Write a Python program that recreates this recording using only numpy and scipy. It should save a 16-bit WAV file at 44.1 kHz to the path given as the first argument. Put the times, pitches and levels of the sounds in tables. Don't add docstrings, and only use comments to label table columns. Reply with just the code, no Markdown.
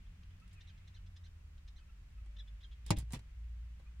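import sys
import numpy as np
from scipy import signal
from scipy.fft import rfft, irfft
from scipy.io import wavfile

SR = 44100
rng = np.random.default_rng(int(sys.argv[2]) if len(sys.argv) > 2 else 0)


def int16_out(signal):
    q = np.round(np.clip(np.atleast_2d(signal).T, -1, 1) * 32767)
    wavfile.write(sys.argv[1], SR, q.astype(np.int16))


N = 176400
TIME = np.arange(N) / SR
CUTOFF_HZ = 15900


def amp(db):
    return 10 ** (np.asarray(db) / 20)


def curve(rows):
    return np.interp(TIME, *np.transpose(rows))


def at_hz(rows, hz):
    f, *columns = np.transpose(rows)
    return [np.interp(np.log(hz), np.log(f), c) for c in columns]


def add(out, s, x):
    i = max(int(s * SR), 0)
    out[..., i:i + x.shape[-1]] += x[..., :N - i]


def band_noise(low, high, size):
    sos = signal.butter(2, [low, high], "band", fs=SR, output="sos")
    noise = signal.sosfilt(sos, rng.standard_normal((2, size + SR // 10)))[:, -size:]
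    return noise / np.sqrt(np.mean(noise ** 2) + 1e-20)


def noise_bed(levels, hz, width_hz):
    return amp(curve(levels)) * band_noise(hz - width_hz / 2, hz + width_hz / 2, N)


def ring(drive, hz, db, t60):
    r, w = amp(-60 / (t60 * SR)), 2 * np.pi * hz / SR
    return amp(db) * signal.lfilter([0, np.sin(w)], [1, -2 * r * np.cos(w), r * r], drive + 1e-18)


def ring_modes(drive, modes):
    return sum((-1) ** k * ring(drive, *mode) for k, mode in enumerate(modes))


def decay(t, t60):
    return np.exp(-np.log(1000) * t / t60)


def note(pitch, colour, attack_s, release_s, harmonics, side_db=0, bite_db=0):
    t, phase = TIME[:len(pitch)], 2 * np.pi * np.cumsum(pitch) / SR
    tone = 0
    for k in range(1, harmonics + 1):
        db = at_hz(colour, k * pitch)[0] + side_db * (k != 2) + bite_db * (k > 2)
        tone += amp(db) * np.sin(k * phase)
    return np.sqrt(2) * tone * np.minimum(t / attack_s, 1) * np.minimum((t[-1] - t) / release_s, 1)


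# f/Hz, level/dB in a 1 kHz band, left-right correlation
AMBIENCE = [(25.7, -48.5, 1), (47.2, -38, 0.99), (80, -55.5, 1), (120, -58.5, 0.93), (170, -62.5, 0.87),
            (270, -74.5, 0.29), (455, -77.5, -0.5), (840, -80, -0.28), (1380, -78.5, 0.3),
            (2570, -79.5, -0.34), (4150, -86, -0.18), (6930, -88.5, -0.24), (11350, -99, 0.53),
            (15400, -99, 0.03)]

def ambience():
    hz = np.maximum(np.fft.rfftfreq(N, 1 / SR), 1)
    db, alike = at_hz(AMBIENCE, hz)
    mid, side = rfft(rng.standard_normal((2, N))) * amp(db) * np.sqrt(SR / 4000) * (hz > 12)
    return irfft(np.sqrt(1 + alike) * mid + np.sqrt(1 - alike) * side * [[1], [-1]], N)


# t/s, level/dB
DRONE_LEVEL = [(0, -64.5), (1.15, -60), (2.2, -65.5), (3.7, -59)]
RUMBLE_LEVEL = [(0, -70), (.45, -70.5), (.9, -75.5), (1.5, -83.5), (3.5, -83.5), (4, -71)]

def traffic():
    drone = noise_bed(DRONE_LEVEL, hz=79, width_hz=21.5)[0]
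    rumble = noise_bed(RUMBLE_LEVEL, hz=164.7, width_hz=57)[0]
    return drone + rumble


# t/s, f/Hz
FIRING_RATE = [(0, 87.6), (1, 93), (1.6, 72.1), (2.2, 54), (2.47, 49.38), (2.72, 56.02), (4, 58.2)]
# t/s, level/dB
ENGINE_LEVEL = [(0, -66.5), (.3, -58), (.7, -63), (1.15, -54.5), (1.6, -59.5), (2.08, -59.5), (2.2, -46.5),
                (2.38, -48.5), (2.58, -52.5), (2.86, -52), (3.0, -43.5), (3.11, -42.5), (3.2, -51.5),
                (3.32, -57), (3.38, -45.5), (3.66, -44.5), (3.82, -57.5), (4, -49)]

def engine(octave_db=-21.5):
    phase = 2 * np.pi * np.cumsum(curve(FIRING_RATE)) / SR
    tone = np.sqrt(2) * (np.sin(phase) + amp(octave_db) * np.sin(2 * phase))
    return amp(curve(ENGINE_LEVEL)) * tone


def whine(hz=590, db=-87.5, peak_s=2.39, swell_s=.21):
    swell = np.exp(-((TIME - peak_s) / swell_s) ** 2)
    return amp(db) * swell * np.sqrt(2) * np.sin(2 * np.pi * hz * TIME)


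# t/s, level/dB
CHATTER_LEVEL = [(0, -77), (.4, -78), (.62, -72.5), (.9, -77), (1.3, -92), (2.4, -78), (4, -81)]
CHATTER_HZ, CHATTER_WIDTH_HZ = 2355, 1440

def far_chatter():
    return noise_bed(CHATTER_LEVEL, CHATTER_HZ, CHATTER_WIDTH_HZ)


def far_pips(per_s=12, db=-86, length_s=.035, max_glide=.12):
    out, u = np.zeros(N), np.linspace(-.5, .5, int(length_s * SR))
    envelope = amp(db) * np.sqrt(2) * np.cos(np.pi * u)
    for when, height, slope in rng.random((int(per_s * N / SR), 3)):
        hz = CHATTER_HZ + CHATTER_WIDTH_HZ * (height - .5)
        pitch = hz * (1 + max_glide * (2 * slope - 1) * u)
        add(out, when * N / SR, envelope * np.sin(2 * np.pi * np.cumsum(pitch) / SR))
    return out


# t/s, length/s, f/Hz, level/dB, glide/share of f, fundamental trim/dB
WHISTLES = [(0.413, 0.034, 1303, -72, 0.043, 3.5), (0.545, 0.067, 1254, -75.5, -0.16, -10),
            (1.805, .037, 1277, -76.5, -0.04, -1.5), (1.884, 0.034, 1344, -77.5, -0.1, 1.5),
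            (2.169, 0.039, 1287, -77, 0.015, 0.5), (3.853, 0.037, 1215, -74, 0.12, -6)]
# f/Hz, gain/dB
WHISTLE_EQ = [(1250, 2), (2600, 2.5)]

def far_whistles():
    out = np.zeros(N)
    for s, length, hz, db, glide, trim_db in WHISTLES:
        pitch = hz * (1 + glide * np.linspace(-.5, .5, int(length * SR)))
        whistle = note(pitch, WHISTLE_EQ, attack_s=.019, release_s=.02, harmonics=2, side_db=trim_db)
        add(out, s, amp(db) * whistle)
    return out


# t/s, length/s, top f/Hz, level/dB, rise/share of f, fall/share of f, rasp/0-1
CHIRPS = [(0.06, 0.017, 1880, -74.5, 0.22, 0.052, 0.3), (0.229, 0.012, 1623, -67.5, 0.058, 0.087, 0.8),
          (0.301, 0.019, 1766, -74.5, 0.26, .03, 0.5), (0.509, 0.016, 1734, -73.5, 0.1, .05, 1),
          (0.605, 0.018, 1870, -61.5, 0.066, 0.024, 0.74), (0.67, 0.042, 2004, -66, 0.14, 0.23, 0.4),
          (0.773, 0.016, 1837, -73, 0.143, .03, 0.72), (0.873, 0.017, 1930, -64, 0.022, .03, 0.8),
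          (0.94, 0.042, 2110, -66.5, 0.2, 0.29, 0.3), (1.06, 0.021, 1713, -73.5, 0.059, 0.11, 0.92),
          (1.16, 0.02, 1867, -66, 0.074, 0.039, 1), (1.236, 0.042, 2099, -68, 0.18, 0.28, 0.4),
          (1.575, 0.016, 1590, -73.5, 0.047, .08, 0.72), (1.675, 0.02, 1808, -67, 0.042, 0.037, 1),
          (1.758, 0.048, 2108, -69, 0.21, 0.27, 0.25), (2.363, 0.016, 1780, -60, 0.016, 0.047, 0.53),
          (2.382, 0.033, 2010, -57, 0.286, 0.1525, 0.06), (2.472, 0.019, 1747, -64, 0.091, 0.047, 0.4),
          (2.604, 0.02, 1763, -68, 0.057, .05, 0.9), (2.626, 0.032, 2030, -60.5, 0.34, 0.21, 0.09),
          (2.71, 0.03, 1720, -67.5, 0.2, 0.043, 0.6), (2.849, 0.027, 1845, -69.5, 0.026, .05, .7),
          (2.872, 0.028, 1897, -62, 0.17, 0.15, 0.55), (2.96, 0.023, 1730, -57, 0.034, 0.064, 0.95)]
# t/s, side harmonics/dB, swell/dB per s, time stretch of the arch
DELIVERY = [(.3, -3, -6, 0.96), (1.2, 0, -65, 1), (1.8, -1, -57, 0.91), (2.35, -7, 174, .66)]
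# f/Hz, gain/dB
CHIRP_EQ = [(1600, -9), (2050, -7.5), (3300, 0.5), (3650, -1.5), (4200, -5), (5000, -17.5), (5600, -12),
            (6300, -15), (7200, -30.5), (8400, -19)]
# f/Hz, level/dB, t60/s
CALL_RINGS = [(3062, -46.5, 0.081), (3750, -51, 0.15), (4140, -45, .1), (5046, -41.5, 0.089),
              (6690, -42.5, 0.12)]
ARCH_TOP_S, ARCH_RISE_S, ARCH_FALL_S = .017, .013, .009
RASP_HZ, RASP_PITCH_DEPTH, RASP_LEVEL_DEPTH, RASP_BITE_DB = 360, .11, .45, 5

def near_birds():
    out = np.zeros(N)
    shake, flutter = band_noise(RASP_HZ / 2, RASP_HZ * 2, N)
    when, *manner = np.transpose(DELIVERY)
    for s, length, hz, db, rise, fall, rasp in CHIRPS:
        side_db, swell_db, stretch = (np.interp(s, when, m) for m in manner)
        t = TIME[:int(length * SR)] - ARCH_TOP_S * stretch
        here = int(s * SR) + np.arange(len(t))
        slope_s = stretch * np.where(t < 0, ARCH_RISE_S, ARCH_FALL_S)
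        sag = np.where(t < 0, rise, fall) * (1 - np.exp(-(t / slope_s) ** 2))
        pitch = hz * np.maximum(1 - sag + RASP_PITCH_DEPTH * rasp * shake[here], .5)
        gain = amp(db + swell_db * t) * (1 + RASP_LEVEL_DEPTH * rasp * flutter[here])
        chirp = note(pitch, CHIRP_EQ, attack_s=.005, release_s=.006, harmonics=4,
                     side_db=side_db, bite_db=RASP_BITE_DB * rasp ** 2)
        add(out, s, gain * chirp)
    return out + ring_modes(out, CALL_RINGS)


def cabin(x, t60=.075, wet_db=-3):
    t = TIME[:SR // 5]
    echo = rng.standard_normal((2, len(t))) * decay(t, t60)
    echo /= np.sqrt(np.sum(echo ** 2, axis=1, keepdims=True))
    return x + amp(wet_db) * signal.fftconvolve(x[None], echo, axes=1)[:, :N]


# t/s, f/Hz, level/dB, t60/s
BUMPS = [(3.027, 128, -41, .08), (3.135, 238.5, -41, 0.1), (3.165, 123, -36.5, .07)]

def bumps():
    out, t = np.zeros(N), TIME[:SR // 4]
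    for s, hz, db, t60 in BUMPS:
        add(out, s, amp(db) * np.sin(2 * np.pi * hz * t) * decay(t, t60))
    return out


# f/Hz, level/dB in a 1 kHz band, t60/s, left minus right/dB
TICK_TAIL = [(200, -36, 0.16, 7), (490, -40, 0.081, -4.5), (990, -34.5, 0.06, -1), (1410, -49, 0.088, -0.5),
             (1930, -36, 0.087, -1), (2300, -41, 0.084, 0.5), (4800, -42, 0.059, -5), (6400, -50, 0.071, 2),
             (8490, -42, 0.043, -10.5), (12000, -66, 0.032, -12), (15600, -63, 0.042, -2)]
CRACK_DB, CRACK_S, CRACK_CORNER_HZ = 10, .00067, 15000
CENTRED_BELOW_HZ = 670

def tick(tilt_db):
    t, out = TIME[:SR // 5], 0
    edges = np.geomspace(140, CUTOFF_HZ, 23)
    for low, high in zip(edges, edges[1:]):
        hz, width_khz = np.sqrt(low * high), (high - low) / 1000
        db, t60, pan_db = at_hz(TICK_TAIL, hz)
        stereo_db = db + tilt_db * np.log2(hz / 5000) + pan_db * np.array([[.5], [-.5]])
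        crack = amp(CRACK_DB) * np.exp(-t / CRACK_S) / (1 + (CRACK_CORNER_HZ / hz) ** 2)
        mid, side = band_noise(low, high, len(t))
        alike = 1 / (1 + (hz / CENTRED_BELOW_HZ) ** 2)
        noise = np.sqrt((1 + alike) / 2) * mid + np.sqrt((1 - alike) / 2) * side * [[1], [-1]]
        out += np.sqrt(width_khz) * amp(stereo_db) * noise * (decay(t, t60) + crack)
    return out


# t/s, length/s, level/dB, tilt/dB per octave
SCUFFS = [(0.4, 0.0073, -37.5, 2.5), (0.478, 0.018, -36, 1.5), (0.526, 0.023, -31, 3.5),
          (2.26, 0.015, -37, -2), (2.878, 0.033, -24.5, 0.5), (2.989, 0.036, -19, 1.5),
          (3.106, 0.031, -25.5, -1), (3.133, 0.046, -12, -0.5), (3.796, 0.021, -37.5, -3.5)]

def scuffs(grains_per_s=390, fade_db=13):
    out = np.zeros((2, N))
    for s, length, db, tilt_db in SCUFFS:
        u = np.linspace(0, 1, int(length * SR))
        chance, size = rng.random(SR // 10)[:len(u)], rng.standard_normal(SR // 10)[:len(u)]
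        catches = (chance < grains_per_s / SR) | (u == 0)
        grains = size * catches * amp(-fade_db * u)
        grains /= np.linalg.norm(grains)
        add(out, s, amp(db) * signal.fftconvolve(grains[None], tick(tilt_db), axes=1))
    return out


# t/s, tick/dB, tick tilt/dB per octave, glass ring/dB, door thud/dB, cabin boom/dB
BLOWS = [(2.864, -18.5, 5, -48, -30, -16), (2.9055, 3.5, 3, 1.5, 4.5, -9), (2.9103, -10, -4, -15, -13, -31),
         (2.9696, -18.5, 2.5, -50, -16, -38), (2.976, -25, -2, -49, -17, -0.5),
         (2.9858, -15, 10.5, -31.5, -14.5, -11), (3.001, -27, 10, -49, -27, -30),
         (3.1231, -16.5, 7, -36, -43, -14), (3.1337, -13, 2.5, -24, -12, -30),
         (3.192, -28, 0.5, -57, -33.5, -38)]
# f/Hz, level/dB, t60/s, right gain against left (negative flips polarity)
GLASS_MODES = [(309.2, -30, 0.14, 0.42), (400, -45, .1, -1.1), (552, -40, 0.11, -1.4),
               (611, -43, 0.12, 0.88), (715, -37.5, 0.13, -0.94), (807, -39, 0.12, 0.19),
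               (917, -27, 0.059, 0.25), (996, -36, 0.089, -0.17), (1108, -29, 0.017, 0.87),
               (2480, -52, 0.12, 0.81), (2740, -47, 0.085, 0.86), (3920, -39.5, 0.037, 0.82),
               (5064, -34.5, 0.03, 1)]
# f/Hz, level/dB, t60/s
DOOR_MODES = [(160.7, -24.5, 0.059), (100.3, -27, 0.18), (200, -34.5, 0.038)]
SOFT_CONTACT_HZ = 553

def knocks():
    ticks = np.zeros((2, N))
    glass_hits, door_hits, air_hits = np.zeros((3, N))
    for s, tick_db, tilt_db, glass_db, door_db, boom_db in BLOWS:
        add(ticks, s, amp(tick_db) * tick(tilt_db))
        i = int(s * SR)
        glass_hits[i], door_hits[i], air_hits[i] = amp([glass_db, door_db, boom_db])
    thud = ring_modes(door_hits, DOOR_MODES)
    boom = ring(air_hits, hz=54, db=-28, t60=.18)
    low_end = signal.sosfilt(signal.butter(2, SOFT_CONTACT_HZ, fs=SR, output="sos"), thud + boom)
    pane = sum((-1) ** k * ring(glass_hits, *mode) * np.array([[1], [right]])
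               for k, (*mode, right) in enumerate(GLASS_MODES))
    return ticks + low_end + pane


def scene():
    calls = cabin(near_birds() + far_whistles() + far_pips())
    window = knocks() + bumps() + scuffs()
    bed = engine() + whine() + traffic() + ambience() + far_chatter()
    return calls + window + bed


def record(dry):
    return signal.sosfilt(signal.ellip(10, .1, 80, CUTOFF_HZ, fs=SR, output="sos"), dry)


dry = scene()
out = record(dry)
int16_out(out)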